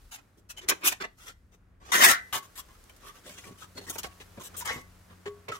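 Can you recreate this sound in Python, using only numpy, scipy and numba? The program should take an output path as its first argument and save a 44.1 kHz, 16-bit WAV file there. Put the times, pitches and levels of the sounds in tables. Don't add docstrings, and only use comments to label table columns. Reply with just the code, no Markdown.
import sys
import numpy as np
from scipy import signal
from scipy.fft import rfft, irfft, next_fast_len
from scipy.io import wavfile
from scipy.ndimage import uniform_filter1d
from numba import njit

SR = 44100
rng = np.random.default_rng(int(sys.argv[2]) if len(sys.argv) > 2 else 0)


def store_wav(level_fs):
    pcm = np.round(np.clip(np.atleast_2d(level_fs), -1, 1) * 32767)
    wavfile.write(sys.argv[1], SR, pcm.T.astype(np.int16))


N = 246519

# (time [s], clang [dB], weight [dB], brightness [dB], hold [s], left minus right [dB], note [Hz])
KNOCKS = [(0.106, -42.5, -32, 1, 0.038, 0, 890), (0.162, -47, -0.5, -18, 0.015, -2, 1430),
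          (0.364, -72, 14, 11.5, 0.017, 0, 340), (0.486, -42, -34, 4, 0.012, 2.5, 2583),
          (0.561, -42, 0.5, -1, 0.012, 0.5, 3030), (0.602, -41, -17, -16, 0.025, 2, 357),
          (0.679, -15, -6.5, 0, 0.0029, 1, 397), (0.699, -19.5, -8.5, -34, 0.0075, -3, 370),
          (0.997, -25.5, -8.5, -22, 0.011, -1.5, 1360), (1.025, -28.5, -4.5, -31, 0.0094, -1, 1960),
          (1.511, -58, -12, -5, 0.022, 2.5, 436), (2.326, -28.5, -10.5, 1, 0.031, 2.5, 1130),
          (2.354, -30, -9.5, -3, 0.029, 1, 1120), (2.422, -53, -14, 2, 0.035, 2.5, 1050),
          (2.554, -49, -20, 7.5, 0.023, 4, 1930), (2.576, -44, -18, 9, 0.024, 3, 1120),
          (2.685, -55.5, -3, -27, 0.032, 1, 1090), (3.778, -48, 3, -40, 0.0081, 2, 540),
          (3.866, -44, -5, -1, 0.018, 2, 1880), (3.896, -41, 8, 18.5, 0.0073, 1, 1374),
          (3.981, -35.5, -8, 7, 0.012, 2, 1270), (4.039, -24.5, -14, -30, 0.003, -2, 790),
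          (4.061, -44, -2, -6, .008, 3, 720), (4.114, -52.5, -17, -34, 0.0077, -18, 2780),
          (4.2, -42, -6, -11.5, 0.021, 2, 2740), (4.372, -44, 9, -44, 0.012, 1.5, 570),
          (4.397, -45, 5, 0, 0.028, -1, 1020), (4.434, -49, -3, 13, 0.038, 1, 1610),
          (4.54, -41, -2, -18, 0.015, -3, 1154), (4.565, -59.5, -1, 30.5, 0.038, 5.5, 456),
          (4.607, -34.5, -19, -5, 0.014, -0.5, 970), (5.096, -49.5, -8, -34, 0.034, 0, 1145),
          (5.256, -34, -10.5, -26, 0.024, 1, 423), (5.481, -31, -6, -46, .021, -2, 440),
          (5.516, -29.5, -15, -18.5, 0.0072, -0.5, 1300), (5.535, -40.5, -9, -5.5, 0.028, 1, 1250)]
# (time [s], clang [dB], weight [dB], brightness [dB])
SCRAPES_AND_PRESSES = [
    [(0.805, -65.5, -1, -20), (0.813, -54.5, 0.5, -5.5), (0.829, -40, -14, -32.5), (0.845, -34, -5, 6.5),
     (0.881, -27.5, -18.5, 9.5), (0.907, -44.5, -20.5, -2.5), (0.925, -29.5, -7.5, -9),
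     (0.933, -41, -11, -11), (0.97, -68, -11, -34)],
    [(1.17, -77, -16.5, 4.5), (1.186, -60, -21, -4), (1.22, -55, -13, -5), (1.26, -58, -3, -1),
     (1.282, -47.5, -11, -4), (1.304, -50, -14, -11), (1.332, -73, -11, -3), (1.34, -93, 13, -7)],
    [(1.8, -72, -4, -11), (1.828, -60, 6.5, -20.5), (1.864, -57, 0, -10), (1.906, -48.5, 1, -19),
     (1.912, -57, 2, 3)],
    [(1.914, -51, -6, -15), (1.92, -21.5, -28, -11.5), (1.95, -19, -19.5, -8.5), (1.99, -29.5, -10, -2),
     (2.018, -14.5, -17, -9), (2.046, -15.5, -21, -0.5), (2.078, -21.5, -14.5, -2), (2.116, -23, -17.5, 1),
     (2.188, -44.5, -56, -33), (2.2, -46, -26, -27)],
    [(3.0, -67, -9, -10), (3.018, -59.5, -2, -12), (3.088, -50.5, -7, -2), (3.132, -72, -13, -18),
     (3.156, -55, -12, -9), (3.2, -65, 4, -1)],
    [(3.235, -66, -1, -4), (3.271, -53, -0.5, -1), (3.369, -60, -8.5, -2), (3.385, -46.5, -6.5, -7),
     (3.423, -64, -4, 3), (3.437, -61.5, -1, -5), (3.475, -53, 1, -1), (3.511, -67.5, 17, -5),
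     (3.523, -54, 3, -20), (3.545, -76, -12, -8)],
    [(3.575, -72, -9, 6), (3.617, -56.5, -8, 0), (3.623, -48.5, -12, -13), (3.635, -56, -9, -1),
     (3.647, -58.5, 6, -1), (3.675, -83, -6, -5)],
    [(3.75, -65, 8, 3), (3.768, -53.5, 4.5, -7), (3.778, -38, -15, -12), (3.796, -56, 5, -5),
     (3.802, -74, -7, -18), (3.812, -57.5, 4.5, -4), (3.86, -60, -8, 2)],
    [(3.925, -51, -14, -2), (3.941, -62.5, -19, 18), (3.959, -49, 8, 1), (3.975, -55, 2, -8),
     (3.978, -45, -4, 4)],
    [(4.645, -54, 0, -4), (4.655, -39.5, -18, 1), (4.713, -29.5, -20.5, -29), (4.733, -46, -9, -1.5),
     (4.779, -51, 0, -9), (4.82, -64, -6, 2.5)],
]
# (sheet ring [dB], extra hiss [dB], left minus right [dB], note [Hz], note level [dB])
GRIPS = [(-9.5, -4, 0.5, 2500, -19.5), (-3, 0.5, 1, 1370, -29), (-18, 3.5, 0, 1120, -16),
         (9, -3.5, 2, 1856, -20.5), (-8, -1, 0, 1173, -13.5), (-10, 1, 1, 2760, -24.5),
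         (-3, 3, 2.5, 1260, -9), (-5, -4, -0.5, 4300, -4), (-10, -3.5, -1, 900, -12),
         (15.5, 1, 1, 2200, -24)]
# (time [s], level [dB])
FREEDOM = [(0, -17), (.6, 4), (.7, -15), (1.02, -4), (2.33, 3), (2.6, 3), (3.77, 6.5), (4.0, -3.5),
           (4.2, -2), (4.4, -9), (4.61, -2), (5.25, -5.5), (5.59, 4.5)]
# (frequency [Hz], level [dB], t60 [s])
LOOSE_SHEET_MODES = [(305, -4, .08), (375, 0, .09), (707, -2, .1), (807, -4, .09), (1138, -2, .1),
                     (1323, 0, .13), (1416, -2, .11), (1500, 1, .2), (1545, 1, .2), (1590, -4, .16),
                     (1674, 0, .18), (1712, -4, .35), (1768, -3, .2), (1803, 0, .2), (1855, -2, .42),
                     (1954, -1, .33), (1980, 0, .2), (2015, 2, .38), (2100, -4, .15), (2570, -8, .12),
                     (3279, -8, .1), (3776, -7, .08)]
BENT_SHEET_MODES = [(150, -2, .12), (253, -4, .2), (525, 0, .1), (1007, -3, .1), (1093, -5, .2),
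                    (1285, -5, .1), (2008, 8, .25), (2175, 6, .17), (2600, -3, .08), (3068, -6, .1)]
# (frequency [Hz], level [dB], t60 [s])
PIPE_WALL_MODES = [(1120, 4, .35), (2046, -4, .2), (3098, -5, .15)]
PIPE_AIR_MODES = [(409, 0, .33)]
# (centre [Hz], width [Hz], level [dB])
BOOM = [(130, 160, 0)]
THUD = [(369.6, 487, 0)]
CLANG = [(735, 130, -10.5), (1500, 2620, -1.5)]
HISS = [(3360, 1900, 0.042), (6000, 3870, 0.079)]
SIZZLE = [(8440, 5000, 0), (12500, 8200, 1)]
COMMON_SHARES = [1, 0.78, 0.45, 0.2, 0.42]
# (time [s], level [dB], centre [Hz], t60 [s])
TICKS = [(0.6871, -2, 4180, 0.011), (0.69, -30, 95, 0.1), (2.031, -32, 95, 0.17), (1.919, -25, 3920, 0.027),
         (2.039, -3, 2004, 0.016), (2.325, -41, 2600, 0.075), (2.688, -40, 3000, 0.017),
         (2.84, -35.5, 8000, 0.012), (2.897, -36, 6000, 0.015), (2.964, -40.5, 6360, 0.056),
         (3.47, -37, 150, 0.26), (3.803, -32, 1500, .01), (3.891, -25, 6000, 0.034),
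         (3.903, -24, 8500, 0.011), (4.032, -22, 2860, 0.13), (4.372, -50, 680, 0.027),
         (5.485, -25, 1404, 0.056)]
# (time [s], wall level [dB], air column level [dB])
TAPS = [(2.331, -47, -55), (2.37, -73, -71), (2.6, -72, -81), (3.468, -56, -82), (3.773, -79, -49.5),
        (4.679, -40.5, -70), (5.261, -51.5, -33), (5.486, -59, -44)]
# (time [s], lead [ms])
LEFT_LEAD = [(0, 0.29), (.8, .3), (1.3, 0.2), (2.0, 0.49), (2.3, 0.084), (5.59, 0.19)]
# (time [s], middle level [dB], treble level [dB])
FINE_NOISE = [(0.0, -68, -64.5), (0.48, -71.5, -81.5), (0.73, -52.5, -67), (0.87, -72, -70),
              (1.31, -75.5, -76.5), (1.85, -70.5, -86), (2.04, -52, -56), (2.18, -62, -62.5),
              (2.54, -63.5, -63), (3.8, -63.5, -64), (3.89, -60, -60.5), (4.31, -61, -61.5),
              (4.66, -56.5, -59), (4.89, -63.5, -64.5), (5.51, -62, -67), (5.59, -65, -61)]
# (time [s], rumble level [dB], level near 91 Hz [dB])
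LOW_END = [(0.0, -62, -90), (0.08, -58, -92), (0.15, -66.5, -93), (0.73, -59, -64), (0.78, -68, -66),
           (1.07, -63.5, -77), (1.99, -59.5, -66), (2.48, -68.5, -71), (2.79, -55, -73), (3.02, -64, -73),
           (4.0, -65.5, -57), (4.06, -54, -61), (4.2, -63.5, -63), (4.66, -58.5, -61), (5.59, -68, -62.5)]
# (frequency [Hz], relative level [dB])
ROOM_TONE = [(59, -24), (100, 4), (129, -5), (194, -7), (270, -9), (900, -37.5), (1170, -83.5),
             (1980, -120)]

LAID_S = 2.3
RISE_S, FALL_T60_S, SHEET_RING_DB = (0.017, 0.0013), (0.04, 0.047), (-4, -25)
BOOM_OVER_THUD_DB = (-26.5, -5.5)
HISS_DB, HISS_SLOPE = 1.5, 0.63
KNOCK_PIPE_DB, SCRAPE_PRESS_PIPE_DB = 11.5, -4
KNOCK_TRIM_DB, SCRAPE_PRESS_TRIM_DB, TICK_TRIM_DB = -10.0, -2.0, -13.5
STEEL_DB = -28.5
NOTE_DB, NOTE_T60_S = -13.5, .028
CREAK_FROM_S, CREAK_TO_S, CREAK_COUNT = 2.7, 4.6, 22
CREAK_DB, CREAK_SPREAD_DB, CREAK_BRIGHT_DB, CREAK_HOLD_S = -68.5, 24, -5.5, 0.0049
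PLATE_T60_S, PLATE_SHARE = .035, .6
SHIFT_S = .03
LOW_TONE_HZ, ROOM_TONE_DB = 91.1, -65.5
ROOM_T60_S, ROOM_WET_DB, ROOM_DAMP_HZ = .22, -17.0, 5100.0
TOP_HZ = 15800


def contacts():
    colours = contact_colours()
    direct, loose, bent, pipe = buses = np.zeros((4, 2, N + SR))
    for event in KNOCKS + creaks():
        knock(buses, colours, *event)
    for table, grip in zip(SCRAPES_AND_PRESSES, GRIPS):
        scrape_or_press(buses, colours, table, *grip)
    steel = modes(loose[:, :N], LOOSE_SHEET_MODES)
    steel += modes(bent[:, :N], BENT_SHEET_MODES)
    steel += modes(pipe[:, :N], PIPE_WALL_MODES)
    return direct[:, :N] + undb(STEEL_DB) * steel


def knock(buses, colours, s, db, weight_db, bright_db, hold, pan_db, note_hz):
    laid = int(s > LAID_S)
    rise = RISE_S[laid]
    t = np.arange(min(int(.3 * SR), N - int(s * SR))) / SR
    swell = np.sin(np.pi / 2 * np.minimum(t / rise, 1)) ** 2
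    fall_db = -60 * np.maximum(t - rise - hold, 0) / FALL_T60_S[laid]
    burst = swell * rub(colours, s, db + KNOCK_TRIM_DB + fall_db, weight_db, bright_db)
    burst = signal.fftconvolve(burst, plate()[None], axes=1)[:, :len(t)]
    free_db = np.interp(s, *np.transpose(FREEDOM))
    heard = burst + undb(NOTE_DB + free_db) * resonate(burst, note_hz, NOTE_T60_S)
    place(buses, s, burst, heard, SHEET_RING_DB[laid] + free_db, pan_db, KNOCK_PIPE_DB + free_db)


def scrape_or_press(buses, colours, table, sheet_db, hiss_db, pan_db, note_hz, note_db):
    s, *columns = np.transpose(table)
    t = np.arange(s[0], s[-1], 1 / SR)
    db, weight_db, bright_db = (np.interp(t, s, c) for c in columns)
    burst = rub(colours, s[0], db + SCRAPE_PRESS_TRIM_DB, weight_db, bright_db, hiss_db)
    burst = ring_spots(burst * signal.windows.tukey(len(t), .02))
    heard = burst + undb(note_db) * resonate(burst, note_hz, NOTE_T60_S)
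    place(buses, s[0], burst, heard, sheet_db, pan_db, SCRAPE_PRESS_PIPE_DB)


def creaks():
    when, size, side, pitch = rng.random((CREAK_COUNT, 4)).T
    times = CREAK_FROM_S + (CREAK_TO_S - CREAK_FROM_S) * when
    levels = CREAK_DB + CREAK_SPREAD_DB * (2 * size - 1)
    pans_db, notes_hz = 6 * side - 1, 1000 * 3 ** pitch
    return [(s, db, -10, CREAK_BRIGHT_DB, CREAK_HOLD_S, pan_db, hz)
            for s, db, pan_db, hz in zip(times, levels, pans_db, notes_hz)]


def contact_colours():
    slips = [grit() for _ in range(3)]
    bands = (BOOM, THUD, CLANG, HISS, SIZZLE)
    return [pair(*(shaped(v, humps(band)) for v in slips), share)
            for band, share in zip(bands, COMMON_SHARES)]


def rub(colours, s, db, weight_db, bright_db, hiss_db=0):
    now = slice(int(s * SR), int(s * SR) + len(db))
    boom, thud, clang, hiss, sizzle = (c[:, now] for c in colours)
    bass = thud + undb(BOOM_OVER_THUD_DB[int(s > LAID_S)]) * boom
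    treble = undb(HISS_DB + hiss_db + HISS_SLOPE * bright_db) * hiss + undb(bright_db) * sizzle
    return undb(db) * (clang + undb(weight_db) * bass + treble)


def place(buses, s, burst, heard, sheet_db, pan_db, pipe_db):
    direct, loose, bent, pipe = buses
    add(direct, s, heard, pan_db)
    add(bent if s > LAID_S else loose, s, undb(sheet_db) * burst, pan_db)
    if s > LAID_S:
        add(pipe, s, undb(pipe_db) * burst, pan_db)


def plate():
    t = np.arange(1500) / SR
    tail = rng.standard_normal(len(t)) * undb(-60 * t / PLATE_T60_S)
    tail = tail / np.sqrt(np.sum(tail ** 2))
    return np.sqrt(PLATE_SHARE) * tail + np.sqrt(1 - PLATE_SHARE) * (t == 0)


def ring_spots(burst):
    step = int(SHIFT_S * SR)
    out = np.zeros((2, burst.shape[1] + step + 1500))
    for at in range(0, burst.shape[1], step):
        piece = signal.fftconvolve(burst[:, at:at + step], plate()[None], axes=1)
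        out[:, at:at + piece.shape[1]] += piece
    return out


def ticks(cycles=1.1):
    out, t = np.zeros((2, N + SR)), np.arange(2000) / SR
    noises = rng.standard_normal((len(TICKS), 3, len(t)))
    for (s, db, hz, t60), noise in zip(TICKS, noises):
        crack = resonate(pair(*noise, 0.093), hz, cycles / hz)
        add(out, s, unit(crack) * undb(db + TICK_TRIM_DB - 60 * t / t60))
    return out[:, :N]


def taps(swell_s=0.0015):
    out, t = np.zeros((2, N + SR)), np.arange(SR // 2) / SR
    wall, air = (sum(undb(db - 60 * t / t60) * np.sin(2 * np.pi * hz * t) for hz, db, t60 in body)
                 for body in (PIPE_WALL_MODES, PIPE_AIR_MODES))
    swell = np.minimum(t / swell_s, 1)
    for s, wall_db, air_db in TAPS:
        sound = swell * (undb(wall_db) * wall + undb(air_db) * air)
        add(out, s, np.array([sound, sound]))
    return out[:, :N]


def fine_noise():
    middle_db, treble_db = curves(FINE_NOISE)
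    middle = [(370, 930, 10.8), (1300, 1800, 7.5)]  # (centre [Hz], width [Hz], level [dB])
    treble = [(3180, 18000, 10.5), (5700, 2200, -1.1), (13820, 3700, -10)]
    out = 0
    for db, colour in ((middle_db, middle), (treble_db, treble)):
        grains = [shaped(grit(scatter_db=2.0, slip_s=0.0014), humps(colour)) for _ in range(3)]
        out = out + pair(*grains, 0.31) * undb(db + 0.49 * walk(25))
    return out


def low_end_and_room_tone():
    rumble_db, low_tone_db = curves(LOW_END)
    rumble_colour = humps([(38.4, 12.0, 4.9), (64.3, 28, 3.5)])
    rumble = shaped(rng.standard_normal(N), rumble_colour) * undb(rumble_db)
    phase = 2 * np.pi * np.cumsum(LOW_TONE_HZ * (1 + 0.0083 * walk(2))) / SR
    waver_db = 1.8 * walk(12)
    low_tone = np.sin(phase) + undb(-5.0) * np.sin(2 * phase)
    low_tone = np.sqrt(2) * undb(low_tone_db + waver_db) * low_tone
    hz, db = np.transpose(ROOM_TONE)
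    tone = [shaped(rng.standard_normal(N), lambda f: undb(np.interp(np.log(f), np.log(hz), db)))
            for _ in range(3)]
    bass = (rumble + low_tone) * undb([[1.1], [-1.1]])
    return bass + pair(*tone, 0.89) * undb(ROOM_TONE_DB)


def room(x):
    t = np.arange(int(.6 * SR)) / SR
    tails = rng.standard_normal((2, len(t))) * undb(-60 * t / ROOM_T60_S) * (t > .004)
    tails = signal.lfilter(*signal.butter(1, ROOM_DAMP_HZ, fs=SR), tails)
    tails = tails / np.sqrt(np.sum(tails ** 2, axis=1, keepdims=True))
    middle = x.mean(axis=0, keepdims=True)
    return x + undb(ROOM_WET_DB) * signal.fftconvolve(middle, tails, axes=1)[:, :N]


def add(out, s, sound, pan_db=0.):
    at = int(s * SR)
    late = int(np.interp(s, *np.transpose(LEFT_LEAD)) * SR / 1000)
    for ch, (start, side_db) in enumerate(((at, pan_db / 2), (at + late, -pan_db / 2))):
        out[ch, start:start + sound.shape[1]] += undb(side_db) * sound[ch]


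def pair(common, left, right, alike):
    return np.sqrt(alike) * common + np.sqrt(1 - alike) * np.array([left, right])


@njit
def ring(x, poles, gains):
    y = np.zeros(len(x))
    for k in range(len(poles)):
        z = 0j
        for i in range(len(x)):
            z = z * poles[k] + x[i] + 1e-18
            y[i] += gains[k] * z.imag
    return y


def modes(x, table):
    hz, db, t60 = np.transpose(table)
    decay = np.log(1000) / (t60 * SR)
    poles = np.exp(2j * np.pi * hz / SR - decay)
    spot_db = rng.uniform(-2, 2, (2, len(hz)))
    return np.array([ring(v, poles, np.sqrt(decay) * undb(db + d)) for v, d in zip(x, spot_db)])


def resonate(x, hz, t60):
    r = np.exp(-np.log(1000) / (max(t60, .0002) * SR))
    gain = np.sqrt(1 - r * r)
    return signal.lfilter([gain, 0, -gain], [1, -2 * r * np.cos(2 * np.pi * hz / SR), r * r], x)


def grit(scatter_db=3., slip_s=.003):
    k = int(slip_s * SR)
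    sizes = undb(scatter_db * np.clip(rng.standard_normal(N // k + 1), -2, 2))
    return unit(rng.standard_normal(N) * uniform_filter1d(np.repeat(sizes, k)[:N], k))


def walk(rate):
    k = int(SR / rate)
    held = np.repeat(rng.standard_normal(N // k + 1), k)
    return unit(uniform_filter1d(uniform_filter1d(held, k), k)[:N])


def humps(table):
    def gain(f):
        return np.sqrt(sum(undb(db) ** 2 / (1 + ((f / hz - hz / f) * hz / width) ** 2) ** 3
                           for hz, width, db in table))
    return gain


def shaped(x, gain_of_hz):
    size = next_fast_len(N)
    gain = gain_of_hz(np.fft.rfftfreq(size, 1 / SR) + 1)
    return unit(irfft(rfft(x, size) * gain, size)[:N])


def curves(table):
    s, *columns = np.transpose(table)
    return [np.interp(np.arange(N) / SR, s, c) for c in columns]


def unit(x):
    return x / np.sqrt(np.mean(x ** 2))


def undb(db):
    return 10 ** (np.asarray(db) / 20)


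def scene():
    return room(contacts() + ticks() + taps()) + fine_noise() + low_end_and_room_tone()


def record(dry):
    return signal.sosfilt(signal.ellip(12, .2, 90, TOP_HZ, fs=SR, output="sos"), dry)


dry = scene()
out = record(dry)
store_wav(out)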